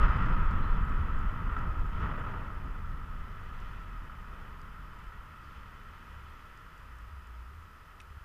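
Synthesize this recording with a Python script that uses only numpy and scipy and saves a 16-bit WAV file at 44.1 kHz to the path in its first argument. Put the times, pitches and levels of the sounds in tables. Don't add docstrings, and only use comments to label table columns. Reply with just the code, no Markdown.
import sys
import numpy as np
from scipy import signal
from scipy.fft import rfft, irfft
from scipy.io import wavfile
from scipy.ndimage import uniform_filter1d

SR = 44100
rng = np.random.default_rng(int(sys.argv[2]) if len(sys.argv) > 2 else 0)


def wav_out(sig):
    wavfile.write(sys.argv[1], SR, np.round(np.clip(np.atleast_2d(sig).T, -1, 1) * 32767).astype(np.int16))


def field_ratio(decibels):
    return 10 ** (np.asarray(decibels, dtype=float) / 20)


N = 363384


def evened(x):
    return x / np.sqrt(np.mean(x ** 2) + 1e-20)


def add(mix, s, sound):
    part = mix[max(round(s * SR), 0):][:len(sound)]
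    part += sound[:len(part)]


def curve(rows, column):
    rows = np.array(rows)
    return np.interp(np.arange(N) / SR, rows[:, 0], rows[:, column])


def coloured(x, points):
    f, db = np.transpose(points)
    hz = np.fft.rfftfreq(N, 1 / SR)
    gain = field_ratio(np.interp(np.log(hz + 1), np.log(f + 1), db))
    return evened(irfft(rfft(x) * gain, N))


def steadied(x, share, span_s):
    span = round(span_s * SR)
    power = uniform_filter1d(uniform_filter1d(x ** 2, span), span)
    return evened(x / (abs(power) + 1e-4) ** (share / 2))


def ring(hz, t60, rise_s=0.00095):
    t = np.arange(SR // 10) / SR
    return np.sin(2 * np.pi * hz * t) * field_ratio(-60 * t / t60) * (1 - np.exp(-t / rise_s))


def burst(lo_hz, hi_hz, t60):
    t = np.arange(SR // 10) / SR
    band = signal.butter(2, (lo_hz, hi_hz), "bandpass", fs=SR, output="sos")
    noise = evened(signal.sosfilt(band, rng.standard_normal(len(t))))
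    return noise * field_ratio(-60 * t / t60) * (1 - np.exp(-t / 0.00078))


def hush(times, before_s, after_s, depth):
    out = np.zeros(N)
    for s in times:
        add(out, s - before_s, np.hanning(round((before_s + after_s) * SR)))
    return 1 - np.clip(depth, 0, 1) * np.minimum(out, 1)


def opening_ring():
    t = np.arange(SR // 10) / SR
    hz, level_db, t60 = 1270, -30, .03
    out = np.zeros(N)
    add(out, 0, field_ratio(level_db - 60 * t / t60) * np.cos(2 * np.pi * hz * t))
    return out


def dying(start_db, db_per_s, rest_db):
    return np.hypot(field_ratio(start_db + db_per_s * np.arange(N) / SR), field_ratio(rest_db))


# (time [s], roll level [dB], boom level [dB], thud level [dB])
ECHOES = [(0.0, 10.5, 8.5, -1.5), (.045, -8, -8, 11), (.075, 2, -16, -2), (.18, -13, 6, -1.5),
          (.34, 3, 8, 13.5), (.41, 1, 7, -2), (.55, 4, 4, -2), (.71, 7, -6, 9), (.78, 4, 0, 2),
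          (.86, -5, 6, -2.5), (.94, 7, -2, -2.5), (1.01, -12, 8, -1), (1.17, 6.5, 3, -1), (1.22, -4, 1, 0),
          (1.265, 9, 1, 4.5), (1.33, -8, -8, 1.5), (1.42, -15, 2, 1), (1.54, -3, 11, -6), (1.7, 6, 10, 7),
          (1.81, 12, 18, 13.5), (1.97, 3, 4, 1.5), (2.04, -12, 10, -1.5), (2.66, -3, 4.5, 7.5),
          (2.87, 4, 4, -1.5), (2.95, 4, 2, 5.5), (3.21, 4.5, 1, -1), (3.99, 5, -1, 5), (5.33, -13, -5, -1),
          (6.82, 3, 4, .3), (7.1, 6, 10.5, -3)]


def echoes(column):
    t = np.arange(0, N + 64, 64) / SR
    db = np.zeros(len(t))
    for row in ECHOES:
        half_s = 0.018 + 0.007 * row[0]
        db += row[column] * np.exp(-((t - row[0]) / half_s) ** 2)
    return field_ratio(np.interp(np.arange(N) / SR, t, db))


# (frequency [Hz], level [dB per Hz])
ROLL = [(3, -30), (8, -10), (14, -4), (20, -1), (28, 0), (38, -4), (50, -14), (80, -40), (300, -120)]
BOOM = [(10, -92), (30, -40), (42, 4), (52, -4), (70, 0.5), (90, -5.5), (110, -14), (150, -47), (500, -120)]
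THUD = [(20, -100), (70, -31), (105, 2), (130, 1), (170, -0.5), (220, -6), (300, -13), (420, -23),
        (600, -27.5), (900, -49), (2500, -110)]
# (time [s], debris roar level [dB])
FORCE = [(0, -35.5), (.04, -30), (.07, -35), (.14, -35.5), (.5, -39.5), (.87, -42), (1.42, -44),
         (1.56, -41.5), (1.65, -43), (1.93, -47.5), (2.03, -39.5), (2.14, -42), (2.3, -43), (2.6, -49.5),
         (3.3, -51), (3.55, -51), (6.1, -54.5), (8.24, -57.5)]


def rumble():
    a, b, c = rng.standard_normal((3, N))
    roll = steadied(coloured(a, ROLL), share=0.45, span_s=0.034)
    roll *= dying(start_db=-25, db_per_s=-5, rest_db=-58.5)
    boom = steadied(coloured(b, BOOM), share=1.0, span_s=0.054)
    boom *= dying(start_db=-33, db_per_s=-4, rest_db=-58)
    thud_db = curve(FORCE, column=1) + 1.4 - 10 * (np.arange(N) / N) ** 1.25
    thud = steadied(coloured(c, THUD), share=0.35, span_s=0.037) * field_ratio(thud_db)
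    return roll * echoes(column=1) + boom * echoes(column=2) + thud * echoes(column=3)


# (frequency [Hz], width [Hz], level [dB])
HOUSING = [(413, 260, -14.5), (624, 40, -15.5), (982, 200, -10.5), (1170, 310, -9), (1270, 64, -1.5),
           (1330, 197, -3.5), (1674, 540, -14.5), (1910, 204, -14.5), (2563, 416, -21.5), (3034, 184, -22),
           (3384, 160, -27.5), (4050, 360, -51), (5650, 530, -76)]


def housing(x):
    hz = abs(np.fft.fftfreq(8192, 1 / SR))
    power = sum(field_ratio(2 * db) / (1 + (2 * (hz - f) / w) ** 2) ** 1.508 for f, w, db in HOUSING)
    power = power / (1 + (hz / 6500) ** 5.3)
    log_gain = np.log(power + 1e-11) / 2
    phase = -signal.hilbert(log_gain).imag
    taps = np.fft.ifft(np.exp(log_gain + 1j * phase)).real[:4096]
    return evened(signal.oaconvolve(x, taps)[:N])


LOUD_DB = -44
# (time [s], half length [s], tilt above the housing peak [dB per octave], body level [dB])
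SHOWERS = [(1.983, 0.077, 2.5, -2), (3.65, .3, 3, 1.5), (4.38, .1, 2, 5.5), (5.0, 0.083, 1.3, 1.5),
           (5.5, .15, 2, .3), (6.2, 0.68, 3, 1.3), (7.952, 0.17, 0.8, 2)]


def roar():
    sizes = field_ratio(2.48 * np.minimum(rng.exponential(1, N), 6))
    struck = rng.random(N) < 2500 / SR
    impacts = sizes * struck * rng.choice([-1, 1], N)
    rung = housing(rng.standard_normal(N) + 0.52 * evened(impacts))
    hz, t, z = signal.stft(steadied(rung, share=0.72, span_s=0.1), SR, nperseg=512)
    tilt_db = -1.6 + 0.3235 * np.maximum(LOUD_DB - np.interp(t, *np.transpose(FORCE)), 0)
    body_db = -1.1 + 4.5 * np.exp(-((t - 2.25) / .7) ** 2)
    for s, half_s, shower_tilt_db, shower_body_db in SHOWERS:
        swell = np.exp(-((t - s) / half_s) ** 2)
        tilt_db += shower_tilt_db * swell
        body_db += shower_body_db * swell
    octaves = np.log2(np.maximum(hz, 1300) / 1300)[:, None]
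    below = np.clip((1000 - hz) / 250, 0, 1)[:, None]
    z = z * field_ratio(np.minimum(octaves, 2.2) * tilt_db + below * body_db)
    return signal.istft(z, SR, nperseg=512)[1][:N] * field_ratio(curve(FORCE, column=1) + 0.5)


# (frequency [Hz], level [dB per Hz])
BUZZ_COLOUR = [(3500, -53), (4600, -26), (4850, 0), (5050, 2), (5350, -16), (6500, -48)]


def buzz():
    shaken = field_ratio(-76) * np.clip((.37 - np.arange(N) / SR) / .04, 0, 1)
    follows = field_ratio(-93.5 + .6 * (curve(FORCE, column=1) - LOUD_DB))
    level = np.sqrt(shaken ** 2 + follows ** 2 + field_ratio(2 * -84))
    return coloured(rng.standard_normal(N), BUZZ_COLOUR) * level


# (frequency [Hz], level [dB per Hz])
HISS = [(100, 6), (1000, 5), (4000, 4), (6000, 2), (8000, -1), (9750, -1.5), (10150, 2), (10700, -1),
        (13000, -2), (14200, -3), (15200, -5), (15600, -60)]
# (frequency [Hz], rms level [dB])
WHINE = [(6772, -100), (9830, -99), (10072, -102), (12075, -96), (13065, -100)]
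# (multiple of the frame clock [1], rms level [dB])
SIDEBANDS = [(-10, -99), (-7, -101), (-6, -100), (-5, -103), (-3, -101), (-2, -96), (-1, -92), (0, -85),
             (1, -98), (2, -100), (3, -103)]


def circuit():
    t = np.arange(N) / SR
    whine_hz, clock_hz = 13906.1, 59.94
    tones = np.zeros(N)
    for hz, db in WHINE:
        tones += np.sqrt(2) * field_ratio(db) * np.sin(2 * np.pi * (hz * t + rng.random()))
    throb = np.zeros(N, complex)
    for k, db in SIDEBANDS:
        sign = 1 if k == 0 else -1
        throb += sign * field_ratio(db) * np.exp(2j * np.pi * k * clock_hz * (t - .0028))
    whine = np.sqrt(2) * (throb * np.exp(2j * np.pi * whine_hz * t)).real
    hiss = field_ratio(-72) * coloured(rng.standard_normal(N), HISS)
    return hiss + tones + whine


# (time [s], peak level [dB], pitch [Hz])
TICKS = [(0.0254, -58, 4140), (0.051, -55, 4110), (0.2238, -54, 4050), (0.2578, -50, 4200),
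         (0.5094, -52, 4230), (0.8939, -57, 4930), (1.5893, -55, 4920), (1.7943, -56, 4930),
         (2.0018, -61, 5200), (2.2428, -67, 4690), (3.6014, -56, 4940), (4.6149, -54, 4800),
         (5.0379, -60, 4800), (5.3128, -77, 4820), (6.5735, -55, 4900), (6.7777, -55, 4750),
         (6.985, -57, 5640), (7.2708, -55, 4920)]
HIGH_TICKS = [(0.175, -58, 7410), (0.5127, -60.5, 6980), (0.8225, -61, 6800), (0.8505, -57, 7500),
              (1.1877, -56, 7100), (1.5259, -61, 7400), (1.8357, -63, 7310), (1.8637, -58, 7280),
              (2.173, -64, 7110), (2.193, -57, 7250), (4.9876, -56, 7210)]


def mount_ticks():
    out = np.zeros(N)
    for s, db, hz in TICKS:
        tick = .7 * ring(hz, 0.018) + .65 * burst(0.83 * hz, 1.75 * hz, 0.015)
        add(out, s, field_ratio(db - 1) * tick)
    for s, db, hz in HIGH_TICKS:
        tick = ring(hz, .02) + 0.68 * burst(.95 * hz, 1.5 * hz, 0.016)
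        add(out, s, field_ratio(db - 5) * tick)
    return out


# (time [s], peak level [dB], cycle [s], signed strength: + push first, - suction first [1])
WAVES = [(0.026, -14, 0.032, -1.08), (0.091, -14.5, 0.02, -0.71), (.326, -19.5, 0.039, -1.14),
         (.451, -17, 0.0374, -0.95), (0.696, -18.5, 0.0385, -0.89), (1.265, -20.5, 0.034, 0.85),
         (1.514, -26, 0.022, -1.37), (1.69, -28.5, 0.026, -1.4), (1.789, -21.5, 0.0286, 1.03),
         (3.975, -29.5, 0.032, -0.65), (5.065, -38.5, .027, -1.3), (5.18, -35, 0.023, 0.8),
         (8.104, -44, 0.0167, -1.3), (8.168, -40, 0.015, 0.92), (8.209, -40.1, .019, -0.83)]


def pressure_waves():
    out = np.zeros(N)
    for s, db, cycle_s, sign in WAVES:
        u = np.arange(0, 1.3, 1 / (cycle_s * SR))
        wave = np.sin(2 * np.pi * u ** 0.81) * signal.windows.tukey(len(u), .45)
        add(out, s, sign * field_ratio(db) * wave)
    return out


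# (time [s], peak level [dB], housing pitch [Hz])
CRACKS = [(0.081, -24, 1270), (0.184, -27.5, 1360), (0.285, -26.5, 1335), (0.365, -32, 1300),
          (1.492, -31, 1270), (1.565, -22.5, 1320), (1.579, -30, 1295), (1.841, -37, 1266),
          (2.137, -36, 1290), (2.176, -31, 1326), (2.237, -29, 1270), (2.264, -29, 1280),
          (2.336, -34, 1215), (3.524, -38.5, 1280), (3.857, -47, 1210), (4.097, -34, 1300),
          (4.186, -34, 1264), (4.986, -39, 1320), (5.121, -40, 1310)]


def cracks():
    out = np.zeros(N)
    for s, db, hz in CRACKS:
        modes = ring(hz, .06, 0.00041) + 0.22 * ring(hz * 1.45, .04) + 0.3 * ring(hz * .76, 0.047)
        add(out, s, field_ratio(db - 5) * (modes + 0.2 * burst(800, 1750, 0.045)))
    return out


# (time [s], peak level [dB], length [s], first frequency [Hz], half the rise rate [Hz/s])
CHIRPS = [
    (0.61, -65.5, 0.064, 4000, 800),
    (.66, -72, 0.09, 4080, 900),
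    (5.43, -70, 0.028, 4700, -1500),
]


def bird():
    out = np.zeros(N)
    for s, db, length_s, hz, rise in CHIRPS:
        t = np.arange(0, length_s, 1 / SR)
        wobble = 1.1 * evened(uniform_filter1d(rng.standard_normal(SR // 10), 120))[:len(t)]
        note = np.sin(2 * np.pi * (hz + rise * t) * t + wobble)
        add(out, s, field_ratio(db) * note * signal.windows.tukey(len(t), .7))
    return out


# (start [s], length [s], first frequency [Hz], last frequency [Hz], level [dB])
MOAN = [(5.237, 0.13, 82, 78.7, -54.5), (5.4, 0.11, 73, 71.5, -50), (5.506, .17, 69, 57, -47.5),
        (5.701, .13, 60, 74, -53), (5.84, .1, 78.2, 81, -53), (5.97, 0.45, 73, 74.7, -49),
        (6.839, 0.26, 61, 56.3, -46), (6.995, 0.28, 68.3, 73.5, -43), (7.218, 0.33, 59.8, 57.2, -42.5),
        (7.447, .26, 74.1, 78.4, -46.5), (8.0, 0.14, 62.9, 73.3, -49.5), (8.114, 0.08, 77, 75, -48)]


def moan():
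    level, t, marks = np.zeros(N), np.arange(N) / SR, []
    for s, length_s, first_hz, last_hz, db in MOAN:
        add(level, s, field_ratio(db + 1.0) * signal.windows.tukey(round(length_s * SR), .9))
        marks += [(s + .25 * length_s, first_hz), (s + .75 * length_s, last_hz)]
    waver = 1 + 0.068 * evened(uniform_filter1d(rng.standard_normal(N), 1500))
    hz = np.interp(t, *np.transpose(marks)) * waver
    return level * np.sin(2 * np.pi * np.cumsum(hz) / SR)


# (time [s], peak level [dB], length [s], share of bright modes [0-1])
SNAPS = [
    (8.0005, -44, .009, .45),
    (8.014, -52, .0035, .9),
]
# (frequency [Hz], level [dB])
SNAP_MODES = [(1750, -5), (2150, -2), (2550, 2), (3100, -11), (3700, -15), (4600, -15), (5600, -11),
              (6600, -18), (8100, -17), (10200, -13)]


def snaps():
    out = np.zeros(N)
    for s, db, length_s, bright in SNAPS:
        t = np.arange(0, length_s, 1 / SR)
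        modes = np.zeros(len(t))
        for hz, level_db in SNAP_MODES:
            share = bright if hz > 4000 else 1 - bright
            modes += field_ratio(level_db) * share * np.sin(2 * np.pi * (hz * t + rng.random()))
        scrape = (1 - bright) * burst(1580, 2700, 0.085) + 0.42 * bright * burst(3300, 9500, 0.042)
        snap = 0.33 * modes + 0.89 * scrape[:len(t)]
        add(out, s, field_ratio(db + 2.5) * snap * signal.windows.tukey(len(t), .4))
    return out


def scene():
    onset = np.minimum(np.arange(N) / 60, 1)
    low = rumble() * hush([row[0] for row in WAVES], before_s=.025, after_s=.06, depth=.9)
    high = roar() * hush([row[0] for row in CRACKS], before_s=.012, after_s=.004, depth=.5)
    fronts = opening_ring() + pressure_waves() + cracks()
    small = mount_ticks() + bird() + snaps()
    return ((low + high) * onset + fronts + buzz() + moan() + small)[None]


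# (low edge [Hz], level at which half the frames lose it [dB])
TOP_BANDS = [(14150, -33), (14450, -38), (14750, -43), (15000, -54)]


def starve(x):
    hz, t, z = signal.stft(x, SR, nperseg=2048, noverlap=1024)
    level_db = 10 * np.log10(uniform_filter1d((abs(z) ** 2).sum(0), size=9) + 1e-12)
    mood = 4 * rng.standard_normal(len(t))
    keep = np.ones(z.shape)
    for edge_hz, limit_db in TOP_BANDS:
        keep[hz > edge_hz] = level_db + mood + 5 * rng.standard_normal(len(t)) < limit_db
    return signal.istft(z * keep, SR, nperseg=2048, noverlap=1024)[1][:N]


def roll_off(x):
    return signal.sosfilt(signal.butter(12, 15224, fs=SR, output="sos"), x)


def record(dry):
    mix = starve(dry[0] + circuit())[None]
    return roll_off(mix)


dry = scene()
out = record(dry)
wav_out(out)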